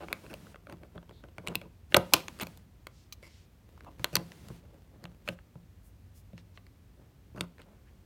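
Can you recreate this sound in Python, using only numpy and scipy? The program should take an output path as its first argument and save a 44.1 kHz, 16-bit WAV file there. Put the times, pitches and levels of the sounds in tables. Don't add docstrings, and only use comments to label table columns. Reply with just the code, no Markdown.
import sys
import numpy as np
from scipy import signal
from scipy.fft import rfft, irfft, next_fast_len
from scipy.io import wavfile

SR = 44100
rng = np.random.default_rng(int(sys.argv[2]) if len(sys.argv) > 2 else 0)


def dump_mix(stems):
    frames = np.atleast_2d(stems).T
    limited = np.clip(frames, -1, 1)
    pcm = np.round(limited * 32767).astype(np.int16)
    wavfile.write(sys.argv[1], SR, pcm)


N = 355401

# f/Hz, density/dB
RUMBLE_SPECTRUM = [(15, -50.5), (30, -22.5), (48, 1), (100, -1), (130, -8.5), (195, -11.5), (427, -23),
                   (700, -28), (1300, -32.5), (2500, -35.5), (5000, -40.5), (10400, -45), (14800, -42),
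                   (16000, -47)]
HISS_SPECTRUM = [(60, -7.5), (150, 14), (400, -0.5), (1000, -8.5), (2500, -11), (4500, -14), (7000, -17),
                 (10500, -19), (15000, -22)]
ECHO_SPECTRUM = [(100, 5.5), (500, 6.5), (1500, 1), (4000, -4.5), (8000, -10), (16000, -8)]
SKIN_SPECTRUM = [(80, -5.5), (200, 7.5), (480, 1.5), (750, -8.5), (1200, -13), (3000, -16), (7000, -27.5),
                 (16000, -26.5)]
DRAG_SPECTRUM = [(90, -15.5), (200, 5.5), (380, 0), (600, -0.5), (900, -11), (1300, -14), (2500, -26.5),
                 (6000, -38.5), (16000, -44)]
SHELL_SPECTRUM = [(100, -6), (400, 0), (1000, -3.5), (1400, -8.5), (1900, -12.5), (2650, -13),
                  (3400, -14.5), (5000, -21.5), (16000, -30.5)]
RATTLE_SPECTRUM = [(200, -22.5), (900, -5), (1800, -1.5), (2500, 3), (4300, 2), (6000, -4), (10000, -12.5),
                   (13200, -17.5), (13900, -7), (14600, -16), (16000, -22.5)]

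# f/Hz, relative level/dB, t60/s
LOCK_MODES = [(230, -17, 0.035), (350.6, -8, 0.026), (562, -0.5, 0.019), (643, -8.5, 0.02),
              (883.6, -4, .008), (1080, -2, 0.008), (1534.5, -2.5, 0.006), (2220, -5, 0.0099),
              (2640, -4, 0.0089), (3599, -12, .004), (4780, -5, 0.006), (8800, -5.5, 0.004),
              (11970, -3, 0.0067), (13350, -2, 0.0079)]
SHELL_MODES = [(332.8, -21, 0.2), (400, -22, 0.1), (518, -20.5, 0.2), (560, -22, 0.15), (705, -22, 0.14),
               (845, -24, 0.12), (945, -22.5, 0.12), (1033, -23, 0.1), (1242, -25, 0.11),
               (1540, -24.5, 0.07)]
LID_MODES = [(64.5, -8, 0.12), (107.1, -5, 0.091), (134.4, -0.5, 0.14), (173, -5.5, 0.34), (221, -9, 0.12),
             (345, -8.5, 0.066), (472, -11.5, 0.051)]
PANEL_MODES = [(286, 2, 0.019), (472, 0.5, 0.011)]
WHEEL_MODES = [(1956, 3, 0.0042), (4306, 5, 0.0067), (5400, -4, 0.003), (7130, -5.5, 0.00396),
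               (12830, 7.5, 0.00395)]
CATCH_MODES = [(3300, -9.5, 0.011), (4280, 3, 0.005), (7100, -4.5, .004), (8200, -6.5, .004),
               (12200, -6, .004)]
PULLER_MODES = [(2425, 0.5, 0.25), (3085, -5.5, .23), (3268, -5.5, 0.17), (4320, -8.5, .2),
                (4660, -10.5, .18), (5037, -15, 0.27), (6300, -14, 0.25), (7400, -9, .15),
                (9200, -10.5, .14), (12100, -8, .15), (13820, -10.5, .27)]
TINK_MODES = [(1220, -10, 0.031), (2340, -8.5, 0.032), (3120, -10, 0.027), (4030, 0, .035),
              (4900, -8, .025), (6100, -1, 0.031), (9900, -20, 0.055), (12300, -12, .03), (14500, -6, .03),
              (15450, -6, .025)]

# start/s, end/s, f/Hz, level/dB
HUM = (5.5, 7, 99, -61.5)
# start/s, end/s, level/dB, fade/s
HISS_SWELLS = [(0, 0.535, -56, .026), (1.415, 1.633, -65.5, 0.044), (1.905, 2.563, -54, 0.21),
               (3.99, 4.593, -56, 0.065), (5.256, 5.345, -55, 0.024)]
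# t/s, f/Hz, level/dB, t60/s
FAINT_RINGS = [(2.14, 13920, -60, .3), (3.232, 2140, -57, 0.22)]
# start/s, end/s, level/dB
FIDGETS = [(0, 0.948, -67.5), (0.998, 1.699, -72), (3.681, 3.993, -63.5), (4.199, 5.252, -67.5),
           (6.303, 7.338, -80.5), (7.448, 7.95, -73)]
# t/s, length/s, low f/Hz, high f/Hz, level/dB
SWISHES = [(1.08, .18, 3300, 4300, -73), (2.391, 0.045, 995, 4400, -47), (2.411, .02, 12950, 15000, -45),
           (2.866, 0.25, 2807, 7000, -73), (3.171, 0.35, 1690, 6070, -70),
           (5.812, 0.11, 7000, 15970, -72.5), (6.124, 0.11, 4300, 16000, -69),
           (6.356, 0.067, 1197, 4970, -68.5), (6.53, 0.063, 1000, 6000, -73),
           (7.572, 0.086, 1196, 4000, -70.5), (7.852, 0.06, 1405, 2600, -73.5)]
# t/s, length/s, level/dB
DRAGS = [(0.299, 0.062, -52), (0.801, 0.063, -59), (.94, 0.054, -53.5), (1.089, 0.046, -59),
         (1.234, 0.031, -55.5), (1.382, 0.031, -53.5), (1.474, 0.064, -45), (1.599, 0.067, -58.5),
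         (4.165, .07, -49.5), (4.55, .3, -64.5), (4.86, 0.32, -65.5), (6.951, 0.14, -66.5),
         (7.639, .14, -64.5)]
# t/s, level/dB
PUSHES = [(.128, -51.5), (.724, -50), (0.959, -47.5), (1.239, -53.5), (1.383, -48), (1.483, -42),
          (1.555, -45), (1.657, -52), (1.946, -39), (1.972, -31), (2.135, -41.5), (2.424, -44),
          (3.996, -43.5), (4.044, -51), (4.13, -42), (4.167, -38), (4.502, -43), (5.041, -46), (5.288, -42),
          (5.555, -47.5), (6.332, -46.5), (7.347, -47), (7.378, -44), (7.408, -40.5)]
# t/s, level/dB
TINK = (3.1245, -42.5)

# low f/Hz, high f/Hz
REGISTERS_HZ = [(240, 1300), (1300, 3300), (3300, 6000), (6000, 10000), (10000, 17000)]
# t/s, length/s, level/dB, body/dB, brightness/dB
RUBS = [(0, 0.051, -51.5, 9.5, -34), (0.098, 0.024, -53.5, 10.5, -18), (0.233, 0.024, -59.5, 9.5, -9),
        (0.294, 0.03, -51.5, 3, -10), (0.682, 0.066, -61.5, 14, -11), (1.43, 0.049, -69.5, 20, -25),
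        (1.649, 0.012, -72, 17.5, -18), (2.121, 0.014, -48.5, 11.5, -12.5), (2.404, 0.031, -37, 0, -14.5),
        (3.219, 0.068, -63.5, 0, -1), (3.858, 0.037, -61.5, 14, -25), (4.125, 0.03, -50, 4, -6),
        (5.274, 0.021, -45, -2, -8.5), (7.347, 0.11, -62, 14, -5.5), (7.59, 0.015, -53, 2, -17)]
# t/s, level/dB, brightness/dB
NAIL_TAPS = [(3.7765, -63, -13), (3.8464, -60, -9), (3.995, -53, -13), (4.4851, -57, 2), (7.3621, -60, -14),
             (7.3753, -52, -21), (7.381, -53.5, -17)]
# t/s, level/dB, brightness/dB, glint/dB, note f/Hz, chatter/s
WHEEL_CLICKS = [(3.807, -55.5, -20, -8, 1793, 0.00075), (4.044, -28.5, -6.5, -2, 2430, 0.00076),
                (4.1542, -32, 4, 3, 1490, 0.00082), (4.1566, -34.5, -0.5, -2, 2700, .001),
                (4.1656, -38, -3, -8, 2400, .0015), (4.1673, -34.5, -5.5, -9, 1980, 0.0017),
                (4.319, -53, -13, -8, 1792, 0.00097), (5.0403, -54.5, -6, -10, 1780, 0.001),
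                (5.054, -48.5, -20, -6, 1800, 0.0014), (5.277, -40, -30, -4.5, 1884, 0.0011),
                (5.2877, -33, -17.5, -4, 1730, 0.00094), (5.3886, -57.5, -32, -3, 1796, .001),
                (6.379, -56.5, -13, -11, 2720, 0.0029), (6.5742, -53.5, -25, -2, 1587, 0.0045),
                (6.6663, -63, -11, -6, 2000, 0.0013), (7.4086, -36, -4.5, -11, 3620, 0.0018),
                (7.5822, -59.5, -18, -7, 1713, 0.0011), (7.6174, -62.5, -5.5, -5, 2900, 0.0011)]
# t/s, level/dB, brightness/dB, glint/dB, note f/Hz
PULLER_KNOCKS = [(0.0844, -45.5, -21, -3, 2250), (0.128, -29.5, -11, 4, 2030),
                 (0.2638, -53.5, -16, -3, 1600), (0.331, -53, -14, -3, 1800), (0.3395, -46, -7.5, 1, 2700),
                 (0.468, -57.5, -17, -3, 1500), (0.544, -53, -32, -3, 1400), (0.5581, -52.5, -19, -6, 1340),
                 (0.6694, -50.5, -22, -2, 1530), (0.6973, -51, -12.5, -12, 1350),
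                 (0.7245, -51.5, -10, -1, 2280), (0.8335, -55.5, -18, 0, 1510),
                 (0.9784, -49.5, -30, -3, 1280), (1.028, -65, -20, -3, 1400), (1.0934, -59, -12, -3, 1440),
                 (1.11, -61, -18, -3, 2200), (1.2383, -53, -26, -4, 1380), (1.286, -65, -18, -3, 2220),
                 (1.3823, -43, -16.5, -14, 1440), (1.467, -51, -10, -5, 2300),
                 (1.4732, -34, -11.5, -6, 2360), (1.4832, -41.5, -3, -18, 2740),
                 (1.539, -63, -12, -5, 1530), (1.5482, -50, -17, -2, 1570), (1.5543, -29.5, -4, 2.5, 2620),
                 (1.6144, -48.5, -16, -2, 2686), (1.9228, -42, -20, -2, 1680),
                 (2.165, -41.5, -7.5, 0, 2499), (2.2036, -49, -7, -3, 2500), (2.2824, -39, -7.5, -12, 2270),
                 (2.389, -59, 1, -10, 2600), (2.3983, -42.5, -9.5, -14, 1540), (2.412, -51, 8, -14, 2840),
                 (2.4327, -44, -1, 1, 1400), (2.469, -48, -5, 1, 2710), (2.574, -67.5, 9.5, 1, 2000),
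                 (2.869, -44.5, -9, -3, 1460), (3.2278, -56, -12, -12, 2150)]
# t/s, level/dB, body/dB, clink/dB, brightness/dB, glint/dB, note f/Hz, chatter/s
SNAPS = [(1.9442, -14.5, -5.5, -16.5, -16, -3, 2670, .0006), (1.9463, -19.5, -5, -15, -15, -3, 2690, .0006),
         (1.9653, -28, 8.5, -1, -4.5, -1.5, 699, .0007), (1.9677, -26, 8, 0, 2, -2.5, 1120, .0009),
         (2.136, -19, -6.5, 2, 0.5, -0.5, 2480, 0.00059), (2.1392, -22.5, -1.5, -1, -1, -1, 2830, 0.001),
         (2.1412, -27, -0.5, -2, -4.5, -2, 1500, .001)]

# offset/dB, slope/(dB/dB)
KNOCK_CLINK, WHEEL_CLINK, RUB_CLINK = (0, 0.66), (4.15, 0.75), (2.5, 1.3)
SOFT_GLINT_DB, TAP_NOTE_HZ, TAP_CHATTER_S = -4.5, 1610, 0.0013
RING_S, TOP_HZ = .2, 16400


def undb(db):
    return 10 ** (np.asarray(db) / 20)


def clock(length_s):
    return np.arange(int(length_s * SR)) / SR


def decay(t, t60_s):
    return np.exp(-np.log(1000) * t / t60_s)


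def level(x, db, head_s=None):
    head = x if head_s is None else x[:int(head_s * SR)]
    return x * undb(db) / np.sqrt(np.mean(head ** 2) + 1e-20)


def add(out, start_s, x):
    i = int(np.clip(start_s * SR, 0, N - 1))
    out[i:i + len(x)] += x[:N - i]


def bandpass(x, band_hz, order=2):
    return signal.sosfilt(signal.butter(order, band_hz, "band", fs=SR, output="sos"), x)


def colour(x, spectrum):
    hz, db = np.transpose(spectrum)
    size = next_fast_len(len(x) + 2048)
    bins_hz = np.maximum(np.fft.rfftfreq(size, 1 / SR), 1)
    gain = undb(np.interp(np.log(bins_hz), np.log(hz), db))
    return irfft(rfft(x, size) * gain, size)[:len(x)]


def wander(t, step_s, points):
    return np.interp(t, np.arange(points) * step_s, rng.standard_normal(points))


def grit(size, spread_db):
    grains = np.random.default_rng(rng.integers(2 ** 31))
    push, height = grains.standard_normal((size, 2)).T
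    return push * undb(spread_db * height)


def fading_noise(length_s, t60_s):
    t = clock(length_s)
    x = rng.standard_normal(len(t)) * decay(t, t60_s)
    return x / np.linalg.norm(x)


def ring(modes, scatter_db, detune):
    hz, db, t60_s = np.transpose(modes)[:, :, None]
    strength, side, shift = rng.standard_normal((3, len(hz), 1))
    t = clock(min(RING_S, t60_s.max()))
    gain = np.sign(side) * undb(db + scatter_db * strength)
    partials = gain * decay(t, t60_s) * np.sin(2 * np.pi * hz * (1 + detune * shift) * t)
    return np.pad(partials.sum(axis=0), (0, int(RING_S * SR) - len(t)))


def lock_sound(force, part_modes, db, shares_db, head_s, crack_db, shell_db):
    lock = ring(list(LOCK_MODES) + list(part_modes), scatter_db=1.5, detune=.02)
    modes = lock + undb(shell_db) * ring(SHELL_MODES, scatter_db=1, detune=0.008)
    crack = fading_noise(RING_S, t60_s=0.003313)
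    shell = colour(fading_noise(RING_S, t60_s=0.06), SHELL_SPECTRUM)
    response = modes / np.linalg.norm(modes) + undb(crack_db) * crack + undb(shell_db - 1) * shell
    sound = signal.fftconvolve(force, response)
    body_db, clink_db, bright_db, glint_db = shares_db
    tick_db = bright_db - 10 * np.log10(1 + undb(glint_db) ** 2)
    registers_db = body_db, 0, clink_db, tick_db, tick_db + glint_db
    return sum(level(bandpass(sound, band_hz, order=3), db + share_db, head_s)
               for band_hz, share_db in zip(REGISTERS_HZ, registers_db))


def clicks(rows, part_modes, gain_db, chatter_db, crack_db, shell_db, note_db, note_t60_s):
    out, t = np.zeros(N), clock(.012)
    for start_s, db, *shares_db, note_hz, chatter_s in rows:
        chatter = grit(len(t), spread_db=5.5) * np.exp(-t / chatter_s)
        force = undb(chatter_db) * chatter / np.linalg.norm(chatter)
        force[0] += 1
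        modes = list(part_modes) + [(note_hz, note_db, note_t60_s)]
        add(out, start_s, lock_sound(force, modes, db + gain_db, shares_db, .006, crack_db, shell_db))
    return out


def shares(body_db, bright_db, clink_law, glint_db=SOFT_GLINT_DB):
    offset_db, slope = clink_law
    return body_db, offset_db + slope * bright_db, bright_db, glint_db


def knock(start_s, db, bright_db, glint_db=SOFT_GLINT_DB, note_hz=TAP_NOTE_HZ):
    reference_db = -46
    body_db = -2 - .45 * (db - reference_db)
    return start_s, db, *shares(body_db, bright_db, KNOCK_CLINK, glint_db), note_hz, TAP_CHATTER_S


def hum(waver_db):
    start_s, end_s, hz, db = HUM
    out, t = np.zeros(N), clock(end_s - start_s)
    tone = np.sin(2 * np.pi * hz * t) * undb(waver_db * wander(t, step_s=.1, points=40))
    add(out, start_s, level(tone * signal.windows.tukey(len(t), .5), db))
    return out


def background(rise_s):
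    t = np.arange(N) / SR
    rumble = level(colour(rng.standard_normal(N), RUMBLE_SPECTRUM), db=-56)
    swell = np.zeros(N)
    for start_s, end_s, db, fade_s in HISS_SWELLS:
        ramp = np.minimum((t - start_s) / rise_s, (end_s - t) / fade_s)
        swell += undb(db) * np.clip(ramp + .5, 0, 1)
    return rumble + hum(waver_db=2.5) + swell * level(colour(rng.standard_normal(N), HISS_SPECTRUM), db=0)


def room_echo(x, wet_db, t60_s, onset_s):
    t = clock(.6)
    build_up = 1 - np.exp(-(t / onset_s) ** 2)
    tail = colour(rng.standard_normal(len(t)), ECHO_SPECTRUM) * decay(t, t60_s) * build_up
    return signal.fftconvolve(x, tail / np.linalg.norm(tail))[:N] * undb(wet_db)


def faint_rings(width_hz):
    out = np.zeros(N)
    for start_s, hz, db, t60_s in FAINT_RINGS:
        ringing = bandpass(fading_noise(2 * RING_S, t60_s), [hz - width_hz / 2, hz + width_hz / 2])
        add(out, start_s, level(ringing, db, head_s=.03))
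    return out


def fidgets(spread_db):
    out = np.zeros(N)
    for start_s, end_s, db in FIDGETS:
        slips = np.zeros(int((end_s - start_s) * SR))
        place, size, side = rng.random((300, 3)).T
        strength = undb(-spread_db * np.log(size + .01))
        slips[(place * len(slips)).astype(int)] = np.sign(side - .5) * strength
        add(out, start_s, level(colour(slips, SKIN_SPECTRUM), db))
    return out


def swishes():
    out = np.zeros(N)
    for start_s, length_s, low_hz, high_hz, db in SWISHES:
        hiss = bandpass(grit(int(length_s * SR), spread_db=0.5), [low_hz, high_hz])
        add(out, start_s, level(hiss * signal.windows.hann(len(hiss)), db))
    return out


def drags(grip_db):
    out = np.zeros(N)
    for start_s, length_s, db in DRAGS:
        t = clock(length_s)
        grip = undb(grip_db * wander(t, step_s=.008, points=60))
        force = grit(len(t), spread_db=2.5) * grip * signal.windows.tukey(len(t), .7)
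        add(out, start_s, level(colour(force, DRAG_SPECTRUM), db))
    return out


def rubs(gain_db, grip_db, slip_db, slips_per_s):
    out = np.zeros(N)
    for start_s, length_s, db, body_db, bright_db in RUBS:
        t = clock(length_s)
        grip = undb(grip_db * wander(t, step_s=.002, points=100))
        slips = (np.cumsum(rng.random(40) + .5) * SR / slips_per_s).astype(int)
        force = grit(len(t), spread_db=3.5)
        force[slips[slips < len(t)]] += undb(slip_db)
        force *= grip * signal.windows.tukey(len(t), .3)
        shares_db = shares(body_db, bright_db, RUB_CLINK)
        rub = lock_sound(force, PANEL_MODES, db + gain_db, shares_db, t[-1], crack_db=-2, shell_db=-3)
        add(out, start_s, rub)
    return out


def lid_thumps(push_s, damp_s):
    out, t = np.zeros(N), clock(RING_S)
    envelope = (1 - np.exp(-t / push_s)) * np.exp(-t / damp_s)
    for start_s, db in PUSHES:
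        boom = ring(LID_MODES, scatter_db=2, detune=0.02)
        add(out, start_s, level(boom * envelope, db, head_s=.03))
    return out


def hand(pat_db):
    pat_shares_db = shares(body_db=15, bright_db=-15, clink_law=RUB_CLINK)
    pats = [(start_s, db + pat_db, *pat_shares_db, TAP_NOTE_HZ, TAP_CHATTER_S) for start_s, db in PUSHES]
    taps = [knock(*row) for row in NAIL_TAPS]
    touches = clicks(pats + taps, PANEL_MODES, gain_db=-0.5, chatter_db=-1,
                     crack_db=-4.5, shell_db=-1.5, note_db=-0.5, note_t60_s=0.0097)
    sliding = rubs(gain_db=-4, grip_db=2, slip_db=23.5, slips_per_s=130)
    brushing = swishes() + fidgets(spread_db=4.5) + drags(grip_db=4.5)
    return touches + sliding + brushing + lid_thumps(push_s=0.0035, damp_s=0.14)


def wheels(body_db):
    steps = [(start_s, db, *shares(body_db, bright_db, WHEEL_CLINK, glint_db), note_hz, chatter_s)
             for start_s, db, bright_db, glint_db, note_hz, chatter_s in WHEEL_CLICKS]
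    return clicks(steps, WHEEL_MODES, gain_db=3, chatter_db=-6,
                  crack_db=-8, shell_db=-2, note_db=4, note_t60_s=0.00545)


def tink():
    start_s, db = TINK
    out = np.zeros(N)
    tones = ring(TINK_MODES, scatter_db=1, detune=.005)
    burst = fading_noise(RING_S, t60_s=0.047)
    crack = colour(burst, [(500, -22), (2400, -1), (6500, 3), (9500, -9), (14500, -2)])
    add(out, start_s, level(tones / np.linalg.norm(tones) + crack, db, head_s=.01))
    return out


def snap_rattle(start_s, tones_db, rattle_db):
    out = np.zeros(N)
    tones = ring(PULLER_MODES, scatter_db=2, detune=0.0037)
    rattle = colour(fading_noise(2 * RING_S, t60_s=0.23), RATTLE_SPECTRUM)
    add(out, start_s, level(tones, tones_db, head_s=.05))
    add(out, start_s, level(rattle, rattle_db, head_s=.05))
    return out


def pullers():
    knocks = clicks([knock(*row) for row in PULLER_KNOCKS], CATCH_MODES, gain_db=1, chatter_db=-3,
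                    crack_db=-7, shell_db=-5, note_db=6, note_t60_s=.0062)
    snaps = clicks(SNAPS, CATCH_MODES, gain_db=0.5, chatter_db=-3.5,
                   crack_db=-6, shell_db=-2, note_db=5, note_t60_s=0.007)
    return knocks + snaps + snap_rattle(start_s=2.137, tones_db=-48, rattle_db=-39.5) + tink()


def scene():
    handling = pullers() + hand(pat_db=-20.5) + faint_rings(width_hz=190)
    dialling = wheels(body_db=-6)
    radiated = handling + undb(-2.5) * dialling
    echo = room_echo(radiated, wet_db=-21, t60_s=0.27, onset_s=0.003)
    return (handling + dialling + echo + background(rise_s=0.024))[None]


def record(dry):
    bass_cut = signal.butter(2, 32, "high", fs=SR, output="sos")
    top_cut = signal.ellip(8, .2, 70, TOP_HZ, fs=SR, output="sos")
    clipped = np.clip(signal.sosfilt(bass_cut, dry), -1, 1)
    return signal.sosfilt(top_cut, clipped)


dry = scene()
out = record(dry)
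dump_mix(out)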